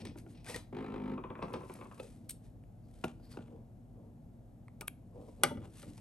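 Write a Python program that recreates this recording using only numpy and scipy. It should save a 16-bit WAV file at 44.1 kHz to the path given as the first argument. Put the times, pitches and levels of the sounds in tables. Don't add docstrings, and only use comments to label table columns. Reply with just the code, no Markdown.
import sys
import numpy as np
from scipy import signal
from scipy.fft import rfft, irfft
from scipy.io import wavfile
from scipy.ndimage import uniform_filter1d

SR = 44100
rng = np.random.default_rng(int(sys.argv[2]) if len(sys.argv) > 2 else 0)


def int16_out(signal):
    q = np.round(np.clip(np.atleast_2d(signal).T, -1, 1) * 32767)
    wavfile.write(sys.argv[1], SR, q.astype(np.int16))


N = 264936
TIME = np.arange(N) / SR
RING_TIME = TIME[:16384]

# time_s, beats_per_s
DRIVE_SPEED = [(.7275, 48), (.76, 51.5), (.83, 52.8), (.9, 51.5), (1.0, 51), (1.15, 50.9)]
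# time_s, thump_db, rattle_db
DRIVE_EFFORT = [(.727, -43, -55.5), (.77, -44.5, -49), (.81, -43.5, -53), (.86, -48, -50.5),
                (.905, -41, -56.5), (0.944, -45.5, -48.5), (.99, -41.5, -55.5), (1.07, -40.5, -52.5),
                (1.14, -38.5, -54.5)]
# pitch_hz, level_db, fade_s
HOUSING_MODES = [(50.5, -16, .1), (103, -24, 0.074), (145, -8, 0.12), (206, -1, 0.08), (246, 0, 0.081),
                 (288, -3, .09), (358, -7, 0.069), (392, -10, 0.08), (462, -8.5, 0.05), (538, -9, 0.1),
                 (690, -17, 0.08), (770, -18, .12), (860, -13, .12), (918, -12, 0.13), (1030, -10, 0.17),
                 (1090, -12, 0.17), (1225, -17, 0.1), (1400, -5, 0.018)]
# pitch_hz, fade_s
PLASTIC_FADE = [(150, 0.23), (500, 0.1), (1200, 0.046), (3000, 0.023), (10000, 0.066)]
# pitch_hz, level_db
KNOCK_COLOUR = [(71, -16), (120, 12), (599, -2.5), (1000, -4.5), (1450, -11.5), (2000, -15), (2800, -9),
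                (3300, -18), (4300, -20), (7360, -25.5), (11800, -21), (13000, -66)]
# pitch_hz, level_db
SCRAPE_COLOUR = [(700, 5), (1500, -6), (2500, 3.5), (4200, -1), (5600, -1), (7000, -20), (9000, -4),
                 (10000, -49), (13000, -57)]
# pitch_hz, level_db
STEREO_SPREAD = [(60, -19), (200, -14), (500, -7), (1500, -3.5), (8000, -14.5)]


def amp(db):
    return 10 ** (np.asarray(db) / 20)


def unit(x):
    return x / np.sqrt(np.mean(x ** 2) + 1e-20)


def loudest(x, size=88):
    return np.sqrt(uniform_filter1d(x ** 2, size, mode="constant").max() + 1e-20)


def curve_at(points, hz):
    pitches, values = np.transpose(points)
    return np.interp(np.log(hz + 1), np.log(pitches + 1), values)


def add(mix, start_s, sound):
    part = mix[max(round(start_s * SR), 0):][:len(sound)]
    part += sound[:len(part)]


def coloured(x, colour, size=4096):
    gain_db = np.maximum(curve_at(colour, abs(np.fft.fftfreq(size, 1 / SR))), -100)
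    response = np.exp(np.conj(signal.hilbert(np.log(amp(gain_db)))))
    taps = np.fft.ifft(response).real
    return signal.oaconvolve(x, taps[:size // 2])[:len(x)]


def noise(colour):
    return unit(coloured(rng.standard_normal(N), colour))


def dying_noise(fades):
    hz, fade_s = np.transpose(fades)
    size = len(RING_TIME)
    spectrum = rfft(rng.choice([-1., 1.], size))
    bins_hz = np.fft.rfftfreq(size, 1 / SR)
    out = np.zeros(size)
    for share, fade in zip(np.eye(len(hz)), fade_s):
        band = irfft(spectrum * curve_at(np.c_[hz, share], bins_hz), size)
        out += band * amp(-60 * RING_TIME / fade) / np.sqrt(fade)
    return out / np.linalg.norm(out)


def ring(modes, vary_db):
    hz, db, fade_s = np.transpose(modes)[:, :, None]
    sign = (-1) ** np.arange(len(hz))[:, None]
    level_db = db + vary_db * rng.standard_normal(db.shape) - 60 * RING_TIME / fade_s
    out = (sign * amp(level_db) * np.sin(2 * np.pi * hz * RING_TIME)).sum(0)
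    return out / np.linalg.norm(out)


def strikes(rows, modes, colour, fades, noise_db, soften=0.55, split_hz=650):
    out = np.zeros(N)
    hardest_db = max(row[1] for row in rows)
    filters = [signal.butter(4, split_hz, kind, fs=SR, output="sos") for kind in ("low", "high")]
    for start_s, click_db, thump_db in rows:
        burst = coloured(dying_noise(fades), colour)
        blow = ring(modes, vary_db=1) + amp(noise_db) * burst / np.linalg.norm(burst)
        blow = coloured(blow, [(2000, 0.02), (11000, soften * (click_db - hardest_db))])
        low, high = (signal.sosfilt(band, blow) for band in filters)
        click = amp(click_db) * high / loudest(high)
        thump = amp(thump_db) * low / loudest(low, size=1100)
        add(out, start_s, click + thump)
    return out


def ticks(rows, colour, fade_s):
    out = np.zeros(N)
    for start_s, db in rows:
        tick = coloured(dying_noise([(1000, fade_s * 2), (8000, fade_s)]), colour)
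        add(out, start_s, amp(db) * tick / loudest(tick))
    return out


def pings(rows, rise_s=.002):
    out = np.zeros(N)
    swell = 1 - np.exp(-RING_TIME / rise_s)
    for start_s, hz, db, fade_s in rows:
        envelope = swell * amp(db - 60 * RING_TIME / fade_s)
        add(out, start_s, envelope * np.sqrt(2) * np.sin(2 * np.pi * hz * RING_TIME))
    return out


def strokes(rows, rise_share=0.46, edge_db=-16, roundness=1.62):
    power = np.zeros(N)
    for peak_s, length_s, db in rows:
        near = abs(TIME - peak_s) < 2 * length_s
        offset = (TIME[near] - peak_s) / length_s
        from_peak = np.maximum(-offset / rise_share, offset / (1 - rise_share))
        power[near] += amp(db + edge_db * from_peak ** roundness) ** 2
    return np.sqrt(power)


def friction(rows, colour, catch_db, judder_db, catches_per_s=450):
    sizes = amp(4.5 * np.minimum(rng.exponential(1, N), 4))
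    catches = (rng.random(N) < catches_per_s / SR) * rng.choice([-1, 1], N) * sizes
    judder = amp(judder_db * unit(uniform_filter1d(rng.standard_normal(N), size=220)))
    hiss = judder * rng.standard_normal(N)
    return strokes(rows) * unit(coloured(hiss + amp(catch_db) * unit(catches), colour))


def background(air_db=-56, hum_gain_db=-3.5, waver_radians=0.93):
    # pitch_hz, level_db
    air_colour = [(25, -25.5), (42, 6), (70, -4.5), (120, 0), (250, -4), (400, -17.5), (700, -17),
                  (1050, -33), (2000, -42.5), (5000, -48.5), (8500, -46.5), (12200, -40.5), (14000, -94.5)]
    hum_tones = [(43.1, -62.5), (102.3, -59), (118.4, -58.5), (236.9, -62.5)]
    shared = noise(air_colour)
    apart = amp(-0.5) * coloured(noise(air_colour), STEREO_SPREAD)
    hum = np.zeros(N)
    for hz, db in hum_tones:
        drift = unit(uniform_filter1d(uniform_filter1d(rng.standard_normal(N), 5000), 5000))
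        hum += amp(db + hum_gain_db) * np.sqrt(2) * np.sin(2 * np.pi * hz * TIME + waver_radians * drift)
    return hum + amp(air_db) * np.array([shared + apart, shared - apart])


def bed_knocks():
    # start_s, click_db, thump_db
    knocks = [(0.002, -87, -54), (0.053, -78, -51.5), (0.157, -61, -51), (0.264, -61, -53.5),
              (3.039, -37, -36), (3.042, -33, -44.5), (3.198, -67, -58), (3.338, -60, -75),
              (3.371, -47, -45), (3.388, -55, -53.5), (3.407, -61, -60), (4.816, -45, -54.5)]
    # pitch_hz, level_db, fade_s
    bed_modes = [(150, -37.5, 0.28), (236.9, -3, 0.41), (334, 9, 0.038), (412, 7, 0.028), (627, -10, 0.12),
                 (800, -2, 0.028), (1435, 1, 0.039), (1590, -29, 0.027), (2880, -15, 0.0078),
                 (3430, -11, 0.014)]
    return amp(-1) * strikes(knocks, bed_modes, KNOCK_COLOUR, PLASTIC_FADE, noise_db=0)


def cloth():
    # peak_s, length_s, level_db
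    rustles = [(.005, 0.057, -67), (.085, 0.04, -85), (.185, 0.038, -61), (.31, 0.096, -71),
               (1.62, 0.55, -72), (1.73, 0.2, -67.5), (1.89, 1, -75.5), (2.03, 0.29, -66.5),
               (2.455, 0.076, -72), (3.0, 0.34, -74.5), (3.325, 0.081, -65), (5.29, 0.39, -74.5),
               (5.8, 0.19, -61.5), (5.98, 1, -71)]
    scrapes = [(.01, 0.028, -52.5), (.054, 0.0085, -52.5), (.072, 0.084, -59), (.355, 0.02, -69),
               (.385, .1, -69)]
    tugs = [(0.5, 0.094, -45), (.556, 0.061, -48.5)]
    glides = [(2.85, 0.067, -82), (3.255, 0.11, -70), (3.322, 0.052, -65)]
    # pitch_hz, level_db
    rustle_colour = [(500, 2), (1200, 4), (2500, 4), (4500, 3), (7000, 1), (8800, 6.5), (11700, 5),
                     (12600, -28), (13400, -67)]
    tug_colour = [(250, 10.5), (600, 5.5), (1000, 5.5), (1500, -3.5), (1930, 3), (2300, 2.5), (3300, -1.5),
                  (5500, -2), (7000, -6.5), (8700, -0.5), (11700, -3.5), (12600, -24), (14000, -58)]
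    glide_colour = [(1500, -12), (3000, -17), (4000, -11), (4700, -2), (5500, -17), (6500, -24),
                    (12000, -12), (14000, -60)]
    # start_s, click_db
    catches = [(.052, -47.5), (.445, -55), (.4635, -48), (.485, -49), (.5445, -41.5), (.561, -38.5),
               (5.978, -53.5)]
    return (friction(tugs, tug_colour, catch_db=-5, judder_db=0)
            + ticks(catches, tug_colour, fade_s=0.028)
            + amp(1.5) * friction(rustles, rustle_colour, catch_db=-20, judder_db=3.5)
            + friction(scrapes, SCRAPE_COLOUR, catch_db=-4.5, judder_db=3.5)
            + friction(glides, glide_colour, catch_db=-1, judder_db=3))


def handling():
    # peak_s, length_s, rumble_db, rub_db
    moves = [(0.03, 0.3, -48, -59), (0.276, 0.5, -55.5, -73), (0.614, 0.047, -58, -90),
             (2.034, 0.079, -71, -52.5), (2.217, 0.24, -59.5, -73), (3.138, 0.49, -62, -72),
             (3.377, 0.26, -61, -65.5), (3.544, 0.23, -56, -59), (4.015, 0.27, -63, -62.5),
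             (5.191, 0.16, -56, -52.5), (5.289, 0.035, -55, -51.5), (5.438, 0.13, -71.5, -51),
             (5.582, 0.31, -48.5, -60.5), (5.89, 0.12, -51, -62)]
    # pitch_hz, level_db
    rumble_colour = [(40, -38.5), (70, 6.5), (130, -2), (240, 1.5), (330, 0), (500, -28), (1200, -64.5)]
    rub_colour = [(200, -12.5), (380, 3.5), (480, 11), (600, 0.5), (800, -5.5), (1100, -11.5), (1600, -38),
                  (3000, -35.5), (14000, -69.5)]
    rumble = strokes([(peak_s, length_s, db) for peak_s, length_s, db, _ in moves])
    rub = strokes([(peak_s, length_s, db) for peak_s, length_s, _, db in moves])
    return rumble * noise(rumble_colour) + rub * noise(rub_colour)


def steel_hits(rows, edge_fade_s=0.0024):
    # pitch_hz, level_db
    edge_colour = [(500, 1.5), (1300, -25), (2300, 5), (3500, -6.5), (6000, -8), (8500, -10), (11500, 7),
                   (12700, -20), (14000, -16), (15500, -7)]
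    # pitch_hz, level_db, fade_s
    steel_modes = [(8050, -6, .007), (8400, -4, .009), (8750, -6, .008), (9350, -9, .008), (11050, 6, .009),
                   (11450, 2, .008), (12280, -9, .012)]
    joint_modes = [(1550, -6, .006), (2080, -5, .006), (2330, 0, .009), (3350, -9, .007)]
    out = np.zeros(N)
    for start_s, *levels_db in rows:
        edge = coloured(dying_noise([(1000, edge_fade_s), (8000, edge_fade_s)]), edge_colour)
        parts = edge, ring(steel_modes, vary_db=1.5), ring(joint_modes, vary_db=1)
        for db, part in zip(levels_db, parts):
            add(out, start_s, amp(db) * part / loudest(part))
    return out


def needle_clinks():
    # start_s, click_db, ring_db, snap_db
    clinks = [(0.176, -53, -89, -76), (1.532, -57, -50, -77), (1.739, -49.5, -45, -68)]
    return coloured(steel_hits(clinks), [(12000, -5), (13500, -48)])


def light_ticks():
    # start_s, click_db
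    touches = [(0.178, -62), (2.638, -66.5), (3.481, -63.5), (4.682, -53.5)]
    # pitch_hz, level_db
    tick_colour = [(600, 8), (1300, 10), (1750, 10.5), (2200, 12.5), (2700, 0), (4000, -9), (7000, -28),
                   (9000, -1.5), (12000, -30), (14000, -82)]
    return ticks(touches, tick_colour, fade_s=0.0062)


def thread_twangs():
    # start_s, pitch_hz, level_db, fade_s
    twangs = [(.469, 1560, -47, .035), (.484, 1880, -43, .05), (.496, 485, -38, .05),
              (.5435, 1900, -34, .04), (.555, 490, -40, .07)]
    return pings(twangs)


def machine_run(thump_gain_db=-7.5, rattle_gain_db=15, rattle_rise_s=.004, rattle_alike=.85):
    # pitch_hz, fade_s
    rattle_fade = [(500, .06), (2000, .046), (8000, .035)]
    # pitch_hz, level_db
    rattle_colour = [(100, -18), (250, 5), (430, 9), (620, -5), (800, -0.5), (1100, -7.5), (1500, -12),
                     (1900, -14.5), (2400, -10.5), (2900, -22), (3350, -20.5), (4200, -27.5), (6000, -38.5),
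                     (12000, -39), (14000, -68)]
    speed_s, rate = np.transpose(DRIVE_SPEED)
    effort_s, thump_db, rattle_db = np.transpose(DRIVE_EFFORT)
    t = np.arange(speed_s[0], speed_s[-1], 1 / SR)
    beat_count = np.floor(np.cumsum(np.interp(t, speed_s, rate)) / SR)
    beats = t[np.diff(beat_count, prepend=-1) > 0]
    thumps, rattles = np.zeros(N), np.zeros(N)
    repeating = rattle_alike * dying_noise(rattle_fade)
    build_up = np.minimum(RING_TIME / rattle_rise_s, 1)
    for beat_s, uneven_db in zip(beats, .5 * rng.standard_normal(len(beats))):
        add(thumps, beat_s, amp(np.interp(beat_s, effort_s, thump_db)) * ring(HOUSING_MODES, vary_db=1.5))
        shake = build_up * (dying_noise(rattle_fade) + repeating)
        strength = amp(np.interp(beat_s, effort_s, rattle_db) + uneven_db)
        add(rattles, beat_s - rattle_rise_s / 2, strength * shake / np.linalg.norm(shake))
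    thumps = coloured(thumps, [(100, -10), (350, -9), (520, 0), (900, -5), (2500, -17)])
    rattles = coloured(rattles, rattle_colour)
    beat_gain = np.sqrt(SR / rate.mean())
    return beat_gain * (amp(thump_gain_db) * thumps + amp(rattle_gain_db) * rattles)


def drive_drone(rise_s=0.012, release_s=0.044, waver_s=.04, waver_db=1.8, slip_beats=.012):
    # beat_rate_multiple, level_db
    drone_tones = [(1, -56), (2, -61), (3, -53), (4, -45.2), (4.5, -53), (5, -44.5), (6, -58), (7, -53),
                   (7.5, -58), (9, -58), (10.5, -59), (15, -68), (20, -69), (26, -70)]
    full_effort_db = -40.5
    speed_s, rate = np.transpose(DRIVE_SPEED)
    effort_s, thump_db, _ = np.transpose(DRIVE_EFFORT)
    beat_count = np.cumsum(np.interp(TIME, speed_s, rate, left=0)) / SR
    fade_in = np.clip((TIME - speed_s[0]) / rise_s, 0, 1)
    fade_out = np.exp(-np.maximum(TIME - speed_s[-1], 0) / release_s)
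    steps_s = np.arange(0, TIME[-1], waver_s)
    drone = np.zeros(N)
    for multiple, db in drone_tones:
        swell, slip = (np.interp(TIME, steps_s, rng.standard_normal(len(steps_s))) for _ in range(2))
        cycles = multiple * (beat_count + slip_beats * slip) + rng.random()
        drone += amp(db + waver_db * swell) * np.sqrt(2) * np.sin(2 * np.pi * cycles)
    effort = amp(np.interp(TIME, effort_s, thump_db) - full_effort_db)
    return fade_in * fade_out * effort * drone


def shaft_whir():
    # peak_s, length_s, level_db
    whirs = [(1.47, 0.8, -64)]
    sings = [(.92, .35, -65), (1.38, .95, -62.5)]
    # pitch_hz, level_db
    whir_colour = [(100, 8), (280, 21), (500, 10), (700, 9), (950, 16), (1400, -1), (1900, -5), (2500, 2),
                   (4000, -35), (8000, -45)]
    # pitch_hz, level_db, fade_s
    casing_modes = [(858, -6, .25), (918, -3, .25), (1030, 0, .4), (1090, -1, .35), (1225, -11, .2),
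                    (1338, -11, .3)]
    singing = signal.oaconvolve(rng.standard_normal(N), ring(casing_modes, vary_db=-7))[:N]
    return strokes(whirs) * noise(whir_colour) + strokes(sings) * unit(singing)


def slowing_clacks(slack_s=0.00306, slack_db=-14, rebound_s=0.0099):
    # start_s, click_db, thump_db
    clacks = [(1.179, -39, -39), (1.2385, -39.5, -41), (1.3023, -41.5, -40), (1.3539, -42.5, -47),
              (1.391, -43.5, -42.5), (1.419, -45, -42.5), (1.4253, -34, -33), (1.441, -48.5, -41.5),
              (1.482, -49, -48.5), (1.503, -55, -45.5), (1.523, -49, -51), (1.5381, -34, -36),
              (1.554, -64, -38.5), (1.609, -51, -48), (1.635, -48.5, -47), (1.697, -45, -43.5),
              (1.752, -53, -52), (1.787, -54.5, -51), (1.812, -41.5, -47), (1.854, -50, -52.5),
              (1.913, -46.5, -53.5), (1.977, -56, -60)]
    # start_s, click_db
    snaps = [(1.4235, -53.5), (1.5375, -52)]
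    # pitch_hz, level_db
    clack_colour = [(100, -6.5), (200, 2), (520, 0), (680, -11), (1020, 3.5), (1400, -8), (1850, -13.5),
                    (2550, -7.5), (3000, -18.5), (3400, -19), (5000, -44), (12000, -44), (14000, -70)]
    touches = [(s - slack_s, click + slack_db, thump + slack_db) for s, click, thump in clacks]
    rebounds = [(s + rebound_s, click - 11.5, thump - 6.5) for s, click, thump in clacks]
    blows = strikes(touches + clacks + rebounds, HOUSING_MODES, clack_colour, PLASTIC_FADE, noise_db=9)
    return amp(-6) * blows + ticks(snaps, SCRAPE_COLOUR, fade_s=0.063)


def presser_foot():
    # start_s, click_db, thump_db
    knocks = [(1.995, -53, -76), (1.999, -44.5, -48)]
    # pitch_hz, level_db, fade_s
    foot_modes = [(506, 6, .03), (1314, -11, .05), (2573, -9, .035), (3553, -15, .035), (4124, -15, .035)]
    return strikes(knocks, foot_modes, KNOCK_COLOUR, PLASTIC_FADE, noise_db=-6)


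def scissor_snips():
    # start_s, click_db, ring_db, snap_db
    snips = [(2.295, -61, -43, -56), (4.81, -42, -67, -70), (4.8114, -39.5, -68, -41.5),
             (4.8794, -43, -39.5, -43.5), (4.8813, -34, -40, -33.5), (5.4352, -39, -21.5, -30.5)]
    # start_s, pitch_hz, level_db, fade_s
    after_rings = [(2.299, 8400, -50, .03), (4.826, 1235, -54, .13), (5.507, 900, -43, .11),
                   (5.509, 590, -48, .09)]
    return steel_hits(snips) + pings(after_rings)


def scissor_scrapes():
    # peak_s, length_s, level_db
    grinds = [(2.297, 0.011, -37.5), (2.308, 0.026, -44.5), (4.809, 0.0063, -70), (4.818, 0.024, -53),
              (4.878, 0.0098, -46)]
    scuffs = [(3.073, 0.083, -57), (3.4, 0.33, -69.5), (5.47, 0.12, -54.5), (5.645, 0.073, -60.5)]
    # pitch_hz, level_db
    grind_colour = [(800, -20), (2200, -8), (4000, -2), (6000, -5.5), (7700, 1.5), (8450, 12), (9400, 2.5),
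                    (11000, 8), (12300, 1), (13000, -11), (14200, -24), (15500, -8)]
    scuff_colour = [(300, -1.5), (900, 10), (1400, 1.5), (1900, -4.5), (2700, -1.5), (3700, -5.5),
                    (5000, -14), (9000, -10), (12000, -18), (13500, -54.5)]
    return (friction(grinds, grind_colour, catch_db=-4, judder_db=0)
            + friction(scuffs, scuff_colour, catch_db=-17, judder_db=4))


def table_knocks():
    # start_s, click_db, thump_db
    knocks = [(5.4348, -19, -34.5), (5.5107, -79, -44), (5.572, -56, -54), (5.618, -64.5, -91),
              (5.648, -64.5, -71), (5.8295, -56, -57.5)]
    # pitch_hz, level_db, fade_s
    table_modes = [(76, -25.5, 0.41), (158.6, -18, .3), (252.3, -4, 0.39), (297, -10, .2), (354, -1, 0.11),
                   (443, -2, .11), (545, 2.5, 0.085), (586, 1, 0.077), (784, 2, 0.035), (914, -1.5, 0.03),
                   (1180, -5, 0.091), (1223, 11.5, 0.028), (1286, 8, 0.041), (1398, 10.5, 0.027),
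                   (1530, -1, 0.04), (1983, -1, 0.065), (2100, -10, .09), (2190, -15, 0.1),
                   (2340, -4, 0.084), (2920, 4, 0.043), (3060, -3, .045), (3360, 9, 0.025)]
    # pitch_hz, level_db
    table_colour = [(50, -16), (150, 1), (350, -9), (540, -6), (690, -4), (830, -5.5), (1030, -12),
                    (1350, -3), (1750, -12.5), (2200, -3), (2600, -14), (3200, -17), (4000, -10.5),
                    (6000, -10.5), (7000, -21.5), (8300, -1.5), (9800, -18), (11300, -6), (13000, -30),
                    (14200, -63)]
    # pitch_hz, fade_s
    table_fade = [(150, 0.6), (500, 0.07), (1200, 0.12), (3000, 0.08), (10000, 0.019)]
    return strikes(knocks, table_modes, table_colour, table_fade, noise_db=-2.5)


def in_room(x, echo_db, delay_s=.005):
    # pitch_hz, fade_s
    room_fade = [(120, 0.11), (400, 0.17), (1200, 0.28), (3500, 0.28), (8500, .21), (11500, 0.25),
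                 (14500, .08)]
    shared = dying_noise(room_fade)
    apart = coloured(dying_noise(room_fade), STEREO_SPREAD)
    tails = np.pad([shared + apart, shared - apart], ((0, 0), (round(delay_s * SR), 0)))
    return x + amp(echo_db) * signal.fftconvolve(x[None], tails, axes=1)[:, :N]


def scene():
    clacks = slowing_clacks()
    knocks = bed_knocks() + presser_foot() + light_ticks()
    clinks = needle_clinks()
    scrapes = scissor_scrapes()
    table = table_knocks()
    close = scissor_snips() + clinks + thread_twangs()
    return (in_room(machine_run(), echo_db=-7) + drive_drone()
            + in_room(clacks + shaft_whir(), echo_db=-5.5)
            + in_room(knocks, echo_db=-15.5)
            + in_room(close, echo_db=-22.5)
            + in_room(scrapes, echo_db=-14)
            + in_room(table, echo_db=-15.5)
            + in_room(cloth() + handling(), echo_db=-7)
            + background())


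def record(dry, notch_hz=10250, notch_width_hz=330, notch_db=-24.5, low_cut_hz=36, high_cut_hz=16000):
    # pitch_hz, level_db
    left_louder = [(60, 1.5), (300, 0.5), (700, 1), (1400, 2), (2800, 3.5), (5500, 3.5), (9000, 0.3)]
    # pitch_hz, phase_radians
    left_ahead = [(60, -0.7), (700, 0.99), (2000, 0.73), (3000, 1.04), (6700, 1.04), (8500, 1.1),
                  (12000, 1.86)]
    hz = np.fft.rfftfreq(N, 1 / SR)
    left = amp(curve_at(left_louder, hz) / 2) * np.exp(.5j * curve_at(left_ahead, hz))
    notch = amp(notch_db * np.exp(-((hz - notch_hz) / notch_width_hz) ** 2))
    heard = irfft(rfft(dry) * notch * np.array([left, 1 / left]), N)
    heard = signal.sosfilt(signal.butter(6, low_cut_hz, "high", fs=SR, output="sos"), heard)
    high_cut = signal.firwin(511, high_cut_hz, window=("kaiser", 9), fs=SR)
    return signal.oaconvolve(heard, high_cut[None], "same")


dry = scene()
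out = record(dry)
int16_out(out)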